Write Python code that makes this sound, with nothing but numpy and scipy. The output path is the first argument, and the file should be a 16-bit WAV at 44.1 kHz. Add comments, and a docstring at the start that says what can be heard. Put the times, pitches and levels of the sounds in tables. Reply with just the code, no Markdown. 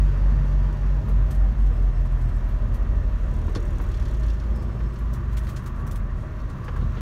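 """Slowing car in heavy rain

Inside a car on a wet road, the engine sinks to idle and beats against a second low drone. Tyres shake
the body and throw up spray, rain patters softly on the glass, and oncoming cars and the wipers swish.
The falling firing rate sweeps through the range that makes loose trim chatter; the gears and brakes
whine faintly, and a few knocks, handling clicks and rubs sound in the cabin."""
import sys
import numpy as np
from scipy import signal
from scipy.fft import rfft, irfft, next_fast_len
from scipy.io import wavfile

SR = 44100
rng = np.random.default_rng(int(sys.argv[2]) if len(sys.argv) > 2 else 0)


def int16_out(signal):
    """Quantize to a 16-bit WAV file."""
    q = np.round(np.clip(np.atleast_2d(signal).T, -1, 1) * 32767)
    wavfile.write(sys.argv[1], SR, q.astype(np.int16))


N = 309121
T = np.arange(N) / SR

# the revs sag, then drop to idle: (time [s], firing rate [Hz], boom level [dB])
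REVS = [(0, 47.4, -18), (.5, 46.9, -19.5), (1.05, 46.4, -24.5), (1.7, 45, -18.5), (2.35, 40.1, -23),
        (3.9, 37.6, -27.5), (4.13, 35, -30), (4.34, 26.5, -39), (4.5, 24.8, -42), (4.8, 24, -43),
        (5.6, 25, -42), (7, 24.9, -41.5)]
# three spectra of handling noise, each (frequency [Hz], level [dB])
HANDLING_DULL = [(900, -3), (1800, 3.5), (2600, -2.5), (3600, -3), (4500, -4.5), (6000, -22), (9000, -31)]
HANDLING_BRIGHT = [(3000, 2.5), (4500, -2.5), (6000, 3.5), (7500, 0), (9500, 0), (10500, -9.5),
                   (12500, -24)]
HANDLING_FIZZ = [(9000, -22), (10800, -5), (12000, -4.5), (14000, -7), (15700, -9)]


def amp(db):
    """Amplitude ratio of a level in decibels."""
    return 10 ** (np.asarray(db) / 20)


def unit(x):
    """Normalisation to rms 1."""
    return x / np.sqrt(np.mean(x ** 2) + 1e-20)


def curves(rows):
    """Linear interpolation of each column of a timed table."""
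    times, *columns = np.transpose(rows)
    return [np.interp(T, times, column) for column in columns]


def level_at(spectrum, hz):
    """Level of a spectrum at hz, with a roll-off of 30 dB per octave beyond its ends."""
    knots_hz, db = np.transpose(spectrum)
    octave, knots = np.log2(hz + 1), np.log2(knots_hz)
    outside = abs(octave - np.clip(octave, knots[0], knots[-1]))
    return np.interp(octave, knots, db) - 30 * outside


def colour(x, spectrum):
    """Spectral shaping of x, at rms 1."""
    size = next_fast_len(len(x))
    gain = amp(level_at(spectrum, np.fft.rfftfreq(size, 1 / SR)))
    return unit(irfft(rfft(x, size) * gain, size)[:len(x)])


def noise(spectrum):
    """Stationary coloured noise, at rms 1."""
    return colour(rng.standard_normal(N), spectrum)


def wander(cutoff_hz, count=N):
    """Random modulation: low-passed noise at rms 1."""
    size = next_fast_len(count)
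    hz = np.fft.rfftfreq(size, 1 / SR)
    return unit(irfft(rfft(rng.standard_normal(size)) / (1 + (hz / cutoff_hz) ** 4), size)[:count])


def ringing(modes):
    """Resonances under continuous random excitation, at rms 1."""
    size = next_fast_len(N)
    hz = np.fft.rfftfreq(size, 1 / SR)
    gain = sum(amp(db) / (1 + ((hz - centre) / half_width) ** 2) for centre, half_width, db in modes)
    return unit(irfft(rfft(rng.standard_normal(size)) * gain, size)[:N])


def burst(spectrum, rise_s, t60_s, grit_db=0):
    """Reverberant decay: dense cabin reflections smear a blow; grit breaks it into tiny snaps."""
    t = np.arange(SR // 4) / SR
    envelope = (1 - np.exp(-(t / rise_s) ** 2)) * amp(-60 * t / t60_s)
    snaps = amp(grit_db * wander(900, len(t)))
    return colour(snaps * rng.standard_normal(len(t)), spectrum) * envelope / envelope.max()


def add(mix, start_s, sound):
    """Superposition of a sound on the mix."""
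    part = mix[max(round(start_s * SR), 0):][:len(sound)]
    part += sound[:len(part)]


def held(start_s, length_s, rise_s, release_s, t=T):
    """Envelope with a linear rise, a hold and an exponential decay."""
    rise = np.clip((t - start_s) / rise_s, 0, 1)
    return rise * np.exp(-np.maximum(t - start_s - length_s, 0) / release_s)


def swell(peak_s, half_width_s):
    """Lorentzian envelope around a moment."""
    return 1 / (1 + ((T - peak_s) / half_width_s) ** 2)


def speed(time_constant_s=8):
    """Exponential slowing: road speed as a share of the starting speed."""
    return np.exp(-T / time_constant_s)


def cabin_resonances():
    """Forced resonance: road noise keeps hollow notes ringing; a thin whistle comes and goes."""
    # cabin and vent modes, then the whistle's: (frequency [Hz], half-width [Hz], level [dB])
    cabin_modes = [(224, 73, -46), (624, 12, -56), (964, 77, -56.5), (1180, 49, -60.5), (1792, 12, -62.5),
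                   (1885, 26, -64.5)]
    whistle_modes = [(2780, 200, 2), (4650, 130, 2), (5600, 400, -3)]
    # faint high whistles: (start [s], length [s], level [dB])
    whistles = [(0, 0.91, -66.5), (6.62, 0.054, -62)]
    notes = sum(amp(db - .5 + 2 * wander(3)) * ringing([(hz, width, 0)]) for hz, width, db in cabin_modes)
    whistle = sum(amp(db - 2) * held(s, length, rise_s=.013, release_s=.046) for s, length, db in whistles)
    return notes * speed() ** .35 + whistle * ringing(whistle_modes)


def gear_whine(start_hz=920.5, level_db=-57, waver=.0136):
    """Gear meshing: the final drive's unsteady tone falls with road speed and dies away."""
    turns = np.cumsum(start_hz * speed() * (1 + waver * wander(29.4))) / SR
    flutter = amp(level_db + 4 * wander(9.1))
    return flutter * held(0, length_s=4.82, rise_s=.21, release_s=.21) * np.sin(2 * np.pi * turns)


def oncoming_cars():
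    """Incoherent sources add in power: other cars cut through the water with a resonant swish."""
    # cars passing the side glass: (time when nearest [s], half-width [s], level [dB])
    passes = [(5.221, 0.79, -52.5), (5.85, 0.18, -48.5), (6.723, 0.27, -47)]
    # resonances of the swish: (frequency [Hz], half-width [Hz], level [dB])
    modes = [(1145, 42, 0), (1040, 45, -7), (1370, 45, -9), (1580, 120, -15)]
    power = sum((amp(db) * swell(s, width)) ** 2 for s, width, db in passes)
    return np.sqrt(power) * ringing(modes)


def spray_and_rain(drops_per_s=400, spread_db=3, smear_s=.0013):
    """Shot noise: near drops patter at random over far rain hiss and tyre spray muffled by glass."""
    # water outside: (time [s], spray level [dB], rain level [dB])
    wetness = [(0.05, -51, -58), (1.55, -54.5, -60.5), (3.11, -53.5, -60.5), (4.1, -53.5, -58),
               (4.53, -55.5, -60.5), (5.85, -53.5, -62), (6.05, -54, -64), (6.4, -54.5, -61.5),
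               (6.95, -54, -59.5)]
    # spectra of tyre spray, far rain and near drops: (frequency [Hz], level [dB])
    spray_spectrum = [(440, -14.5), (750, -7.5), (889, -5), (982, 5.5), (1120, 4.5), (1430, 1.5),
                      (1830, -1), (2030, -5), (2370, -11), (2730, -12), (3050, -34.5), (3960, -48.5),
                      (6710, -120)]
    hiss_spectrum = [(1500, 6.5), (2800, 10), (3600, 6), (4600, 1.5), (4950, -3.5), (5600, 1.5), (6800, -2),
                     (7700, -9), (9500, -7.5), (10300, -12), (12500, -13.5), (15800, -14)]
    patter_spectrum = [(2000, -10), (3000, 0.5), (6000, 1.5), (7700, -4), (9500, -14), (10400, -14),
                       (12500, -4.5), (15800, -11.5)]
    spray_db, rain_db = curves(wetness)
    arrivals = rng.random(N) < drops_per_s / SR
    impacts = arrivals * amp(spread_db * np.minimum(rng.exponential(1, N), 4))
    smear = T[:2000] * np.exp(-T[:2000] / smear_s)  # the cabin spreads each drop's energy
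    power = signal.oaconvolve(impacts ** 2, smear)[:N]
    patter = unit(np.sqrt(abs(power)) * noise(patter_spectrum))
    rain = amp(.5) * noise(hiss_spectrum) + amp(-10) * patter
    spray = amp(spray_db + 4 + 1.18 * wander(21)) * noise(spray_spectrum)
    return spray + amp(rain_db) * rain


def windscreen_drops(gain_db=-10, faint_per_s=9, rise_s=.003):
    """Impact noise: larger drops tick on the glass, over many faint ones that blend into the hiss."""
    # larger drops: (time [s], level [dB])
    large = [(.7248, -51), (1.5983, -52), (1.8223, -54), (2.0537, -50), (2.1196, -52), (2.2129, -51),
             (2.2902, -53), (4.558, -46), (4.935, -52), (5.76, -52), (6.53, -59), (6.763, -47.5)]
    # tick of a drop: (frequency [Hz], level [dB])
    spectrum = [(2500, 2), (6000, 1), (9000, -0.5), (10500, -6.5), (13000, -3), (15800, -6)]
    draws = rng.random((round(faint_per_s * N / SR), 2))
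    faint = [(when * T[-1], -65 + 6 * size) for when, size in draws]
    out = np.zeros(N)
    for s, db in large + faint:
        add(out, s - rise_s, amp(db + gain_db) * burst(spectrum, rise_s, t60_s=.1))
    return out


def wipers(gain_db=-1):
    """Flow noise: rubber blades push water across the windscreen in short swishes."""
    # strokes: (time [s], half-width [s], level [dB])
    strokes = [(6.82, .04, -55), (6.987, .028, -49)]
    # swish on wet glass: (frequency [Hz], level [dB])
    spectrum = [(500, 1), (1400, 3), (2400, -5), (3700, -1), (5000, -14), (8000, -23)]
    return sum(amp(db + gain_db) * swell(s, width) ** 2 for s, width, db in strokes) * noise(spectrum)


def hand_rubs(gain_db=-1, grit_db=2.5):
    """Friction noise: skin slides over a casing with a soft, grainy rustle."""
    # shifts of grip: (time [s], half-width [s], treble level [dB], fizz level [dB])
    rubs = [(5.33, .02, -62, -72), (5.445, .03, -58, -65), (5.53, .03, -64, -68), (5.64, .04, -66, -68),
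            (5.8, .03, -63, -72), (6.21, .08, -64, -80)]
    treble = unit(noise(HANDLING_DULL) + noise(HANDLING_BRIGHT))
    fizz = noise(HANDLING_FIZZ)
    out = np.zeros(N)
    for s, width, treble_db, fizz_db in rubs:
        out += swell(s, width) ** 2 * (amp(treble_db) * treble + amp(fizz_db) * fizz)
    return amp(gain_db + grit_db * wander(300)) * out


def hand_clicks():
    """Contact transients: a hand close by shifts its grip with crisp clicks and crackles."""
    # clicks: (time [s], bright level [dB], dull level [dB], fizz level [dB])
    clicks = [(1.082, -52, -54, -59), (1.3044, -42, -49, -54), (1.343, -49, -61, -63),
              (1.6584, -52, -57, -68), (2.484, -59, -57, -64), (2.7383, -47.5, -54, -57),
              (3.809, -52, -58, -59), (4.6177, -52, -53, -65), (4.983, -54, -56, -64),
              (5.131, -43, -59, -55), (5.3258, -52, -58, -64), (5.366, -38.5, -41.5, -51),
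              (5.466, -48, -44, -64), (5.4865, -42, -48, -55), (5.56, -40, -49, -58),
              (5.657, -43, -50, -56), (5.864, -46, -55, -56), (5.908, -42.5, -53, -53),
              (5.9516, -44.5, -51, -56), (6.4935, -51, -55, -73), (6.639, -48, -60, -65)]
    out = np.zeros(N)
    for s, bright_db, dull_db, fizz_db in clicks:
        bands = (HANDLING_BRIGHT, bright_db - 9), (HANDLING_DULL, dull_db - 3), (HANDLING_FIZZ, fizz_db)
        for spectrum, db in bands:
            add(out, s - .001, amp(db) * burst(spectrum, rise_s=.0055, t60_s=.115, grit_db=3.8))
    return out


def knocks():
    """Impulse excitation: plastic clacks, and heavier blows thud and ring in the panels."""
    # dry clacks: (time [s], level [dB])
    clacks = [(3.549, -35), (3.557, -39), (3.912, -50), (3.94, -45.5), (3.969, -52), (3.996, -47),
              (4.024, -52), (4.052, -44), (4.08, -49), (4.143, -52), (4.2322, -45.5), (4.28, -49),
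              (4.3, -45.5), (4.336, -51), (4.397, -47), (4.434, -52), (4.956, -50), (5.367, -44.5),
              (5.562, -44), (6.399, -53)]
    # heavier blows: (time [s], thud level [dB], ring level [dB])
    blows = [(1.081, -35.5, -46), (1.286, -42, -45), (1.709, -41, -53), (3.480, -33.5, -41.5),
             (3.551, -42, -35), (3.559, -25, -43), (3.799, -33, -38.5), (4.803, -50, -41.5),
             (6.680, -33.5, -32.5), (6.761, -54, -39), (6.968, -38.5, -41)]
    # spectra of the struck plastic and panels: (frequency [Hz], level [dB])
    clack = [(800, 6), (1500, -3), (2400, -5), (3000, 3.5), (3550, 2.5), (3900, -4), (4250, 3.5),
             (4900, -2.5), (5600, 1.5), (7200, -10), (8500, -15), (11000, -13), (14000, -40)]
    thud = [(110, -12), (160, -6), (226, -2), (280, -5), (328, .5), (390, -7), (463, 0), (530, -8),
            (620, -16), (1000, -21), (1500, -29)]
    ring = [(600, -22), (900, 0.5), (1120, 6.5), (1250, -1), (1380, 3), (1800, -5.5), (2600, -14),
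            (5000, -25.5)]
    out = np.zeros(N)
    for s, db in clacks:
        add(out, s, amp(db - 4) * burst(clack, rise_s=.0018, t60_s=.08))
    for s, thud_db, ring_db in blows:
        add(out, s - .002, amp(thud_db - 2) * burst(thud, rise_s=.005, t60_s=.125))
        add(out, s - .001, amp(ring_db - 1) * burst(ring, rise_s=.0018, t60_s=.085))
    return out


def squeak(length_s, hz, roughness, tilt_db, rise_s=.033, release_s=.031):
    """Friction-induced vibration: a wet brake disc whines, fluttering more the rougher it is."""
    # partials above an absent fundamental: (harmonic number, level [dB])
    partials = [(2, 0), (3, -3), (4, -5), (5, -8)]
    size = round((length_s + 6 * release_s) * SR)
    t = np.arange(size) / SR
    turns = np.cumsum(hz * (1 + .006 * roughness * wander(40, size))) / SR
    turns += .05 * roughness * wander(220, size)  # phase jitter
    tone = np.zeros(size)
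    for k, db in partials:
        stutter_db = 4 * np.sqrt(roughness) * wander(45, size)
        tone += amp(db + k * tilt_db + stutter_db) * np.sin(2 * np.pi * k * turns)
    return held(0, length_s, rise_s, release_s, t) * unit(tone)


def brakes(moan_start_s=3.34, moan_rise_s=.25, moan_db=-45.5, fade_db_per_s=3):
    """Friction excites the wet brakes: thin squeaks and a soft, low, resonant moan."""
    # (start [s], length [s], level [dB], fundamental [Hz], roughness [0-1], tilt [dB per harmonic])
    squeaks = [(1.37, .03, -70, 2600, .9, 0), (1.59, .03, -70, 2640, .9, 0),
               (1.707, .06, -64.5, 2600, .9, 0), (1.9, .08, -66.5, 2655, .7, -3),
               (2.16, .13, -66.5, 2655, .85, -.5), (2.315, .05, -65, 2610, .9, 0),
               (4.516, .12, -63.5, 2617, .25, -8), (4.55, .08, -67, 2290, .25, -16),
               (4.67, .3, -69.5, 2625, .9, -3)]
    # resonances of the moan: (frequency [Hz], half-width [Hz], level [dB])
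    moan_modes = [(342, 16, 0), (395, 30, -9)]
    out = np.zeros(N)
    for s, length, db, hz, roughness, tilt_db in squeaks:
        add(out, s, amp(db - 3) * squeak(length, hz, roughness, tilt_db))
    elapsed = np.maximum(T - moan_start_s, 0)
    envelope = np.minimum(elapsed / moan_rise_s, 1) * amp(moan_db - fade_db_per_s * elapsed)
    return out + envelope * ringing(moan_modes)


def trim_chatter(level_db=-65.5, centre_hz=32.54, reach_hz=6.16):
    """Forced rattling: within a range of revs, each firing shakes loose trim into its high modes."""
    # modes of the trim: (frequency [Hz], half-width [Hz], level [dB])
    modes = [(3930, 220, 0), (5650, 67, 4), (6040, 70, 6), (6640, 70, 4.5), (6850, 70, 4), (7440, 120, -9),
             (8100, 120, 4), (8900, 91, -1), (9400, 70, -3), (10050, 90, -3), (11350, 250, -9),
             (12500, 150, -7), (14600, 160, -5.5)]
    # its broadband rasp: (frequency [Hz], level [dB])
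    rasp = [(2500, -2), (3500, 11), (5000, -11), (6500, 4), (9500, -9), (11000, -10), (15500, -6)]
    firing_hz = curves(REVS)[0]
    in_range = 1 / (1 + abs((firing_hz - centre_hz) / reach_hz) ** 40)
    turns = np.cumsum(firing_hz) / SR - .33 + .025 * wander(17)  # lags the firing, unevenly
    cycle = turns % 1
    strength = amp(1.4 * rng.standard_normal(1000))[np.floor(turns).astype(int)]  # one per firing
    pulse = (1 - np.exp(-(cycle / .11) ** 2)) * np.exp(-cycle / .29)
    grit = amp(2.4 * wander(250))
    shake = unit(strength * pulse * grit)
    return amp(level_db) * in_range * shake * (ringing(modes) + amp(-3) * noise(rasp))


def road_noise(rumble_db=-30, roar_db=-43):
    """Structure-borne sound: tyres shake the body, unevenly with the asphalt, less as the car slows."""
    # rough spots and smooth stretches: (time [s], half-width [s], change of rumble level [dB])
    surface = [(1.847, 0.14, 3), (3.1, 0.22, -1), (6.014, 0.055, 4), (6.455, .2, 2), (6.823, 0.037, 9.5)]
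    # spectra of the shaken body shell: (frequency [Hz], level [dB])
    rumble_spectrum = [(20, -39), (32, -50), (43, 2), (62, 2), (85, 1.5), (135, -5), (165, -12), (215, -14),
                       (270, -26.5), (400, -24)]
    roar_spectrum = [(120, -42.5), (220, 11.5), (280, -3.5), (345, 2), (420, -2.5), (500, -3), (570, 0.5),
                     (620, -0.5), (690, -6), (850, -8), (1200, -52)]
    lumps_db = 1.3 * wander(2.8)
    throb_db = 1.2 * wander(9)
    surface_db = sum(db * swell(s, width) for s, width, db in surface)
    rumble = amp(rumble_db + lumps_db + throb_db + surface_db) * speed() ** .46
    roar = amp(roar_db + lumps_db + .3 * surface_db) * speed() ** .5
    return rumble * noise(rumble_spectrum) + roar * noise(roar_spectrum)


def drone(gain_db=-1.5):
    """Beating: a near-pure low tone lies close enough to the engine's to throb against it."""
    # course of the tone: (time [s], frequency [Hz], level [dB])
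    course = [(0, 50.6, -28), (.6, 50.1, -29), (1.3, 49.9, -17.5), (1.9, 49.6, -27.5), (3.1, 51.3, -23.5),
              (3.55, 51.6, -30), (4.1, 52.9, -25), (4.3, 53, -20), (4.41, 53.1, -29), (4.53, 53.2, -21.5),
              (4.67, 53.3, -33), (4.78, 53.5, -22.5), (4.9, 53.6, -24), (4.97, 53.7, -32),
              (5.04, 53.7, -21), (5.16, 53.8, -29), (5.24, 53.9, -23.5), (5.36, 54, -23.5), (5.52, 50, -34),
              (5.7, 43.5, -28), (5.88, 43, -31), (6.02, 42.4, -21), (6.3, 43, -37), (6.65, 44, -33),
              (6.87, 45, -26.5), (7, 45, -30)]
    # its growing waver: (time [s], rms level deviation [dB])
    unsteadiness = [(3.6, .7), (4.5, 1.3), (7, 2)]
    hz, db = curves(course)
    waver_db = curves(unsteadiness)[0] * wander(7)
    return np.sqrt(2) * amp(db + gain_db + waver_db) * np.cos(2 * np.pi * np.cumsum(hz) / SR)


def engine(overtones_db=-3.5, second_harmonic_db=2.5, flutter_db=1.5):
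    """Source and filter: the firing rate booms, and its harmonics slide through cabin resonances."""
    # overtones as the cabin passes them: (frequency [Hz], level [dB])
    cabin_response = [(50, -71), (76, -32.5), (88, -34), (95, -36.5), (101, -45.5), (113, -36.5),
                      (124, -33), (143, -32), (151, -45.5), (176, -48), (200, -47), (226, -47.5),
                      (300, -60), (450, -72)]
    # rise and fall of all overtones together: (time [s], level [dB])
    hum = [(0, 2.5), (1.15, 1), (1.65, -3), (2.1, 1), (3.35, 0), (4.25, 0), (4.6, -6.5), (4.85, 1.5),
           (5.75, 0), (6.55, -6), (6.85, 3.5), (7, -0.5)]
    firing_hz, boom_db = curves(REVS)
    hum_db = curves(hum)[0] + overtones_db
    turns = np.cumsum(firing_hz) / SR
    out = amp(boom_db) * np.cos(2 * np.pi * turns)
    for k in range(2, 11):
        db = level_at(cabin_response, k * firing_hz) + hum_db + second_harmonic_db * (k == 2)
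        db += flutter_db * wander(3.1)
        drift = rng.random() + .04 * wander(5)
        out += amp(db) * np.cos(2 * np.pi * (k * turns + drift))
    return np.sqrt(2) * out


def early_reflections(x, above_hz=2000, spread_s=.009, echo_db=-10, count=14):
    """Comb filtering: glass and dashboard throw the treble back within milliseconds."""
    treble = signal.sosfiltfilt(signal.butter(3, above_hz, "high", fs=SR, output="sos"), x)
    taps = np.zeros(round(spread_s * SR))
    echoes = rng.choice([-1, 1], count) * amp(echo_db) / np.sqrt(count)
    taps[rng.integers(len(taps) // 5, len(taps), count)] = echoes
    taps[0] = 1  # direct sound
    return x - treble + signal.oaconvolve(treble, taps / np.linalg.norm(taps))[:N]


def scene():
    """Superposition of all sources at the front seat."""
    car = engine() + gear_whine() + road_noise() + cabin_resonances()
    car += trim_chatter() + brakes() + wipers()
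    outside = drone() + oncoming_cars()
    water_and_contacts = spray_and_rain() + windscreen_drops() + knocks() + hand_clicks() + hand_rubs()
    return (car + outside + early_reflections(water_and_contacts))[None]


def record(dry, cutoff_hz=15780):
    """Band limiting: a steep low-pass filter removes the highest treble."""
    low_pass = signal.firwin(801, cutoff_hz, window=("kaiser", 9), fs=SR)
    return signal.oaconvolve(dry, low_pass[None], "same")


dry = scene()
out = record(dry)
int16_out(out)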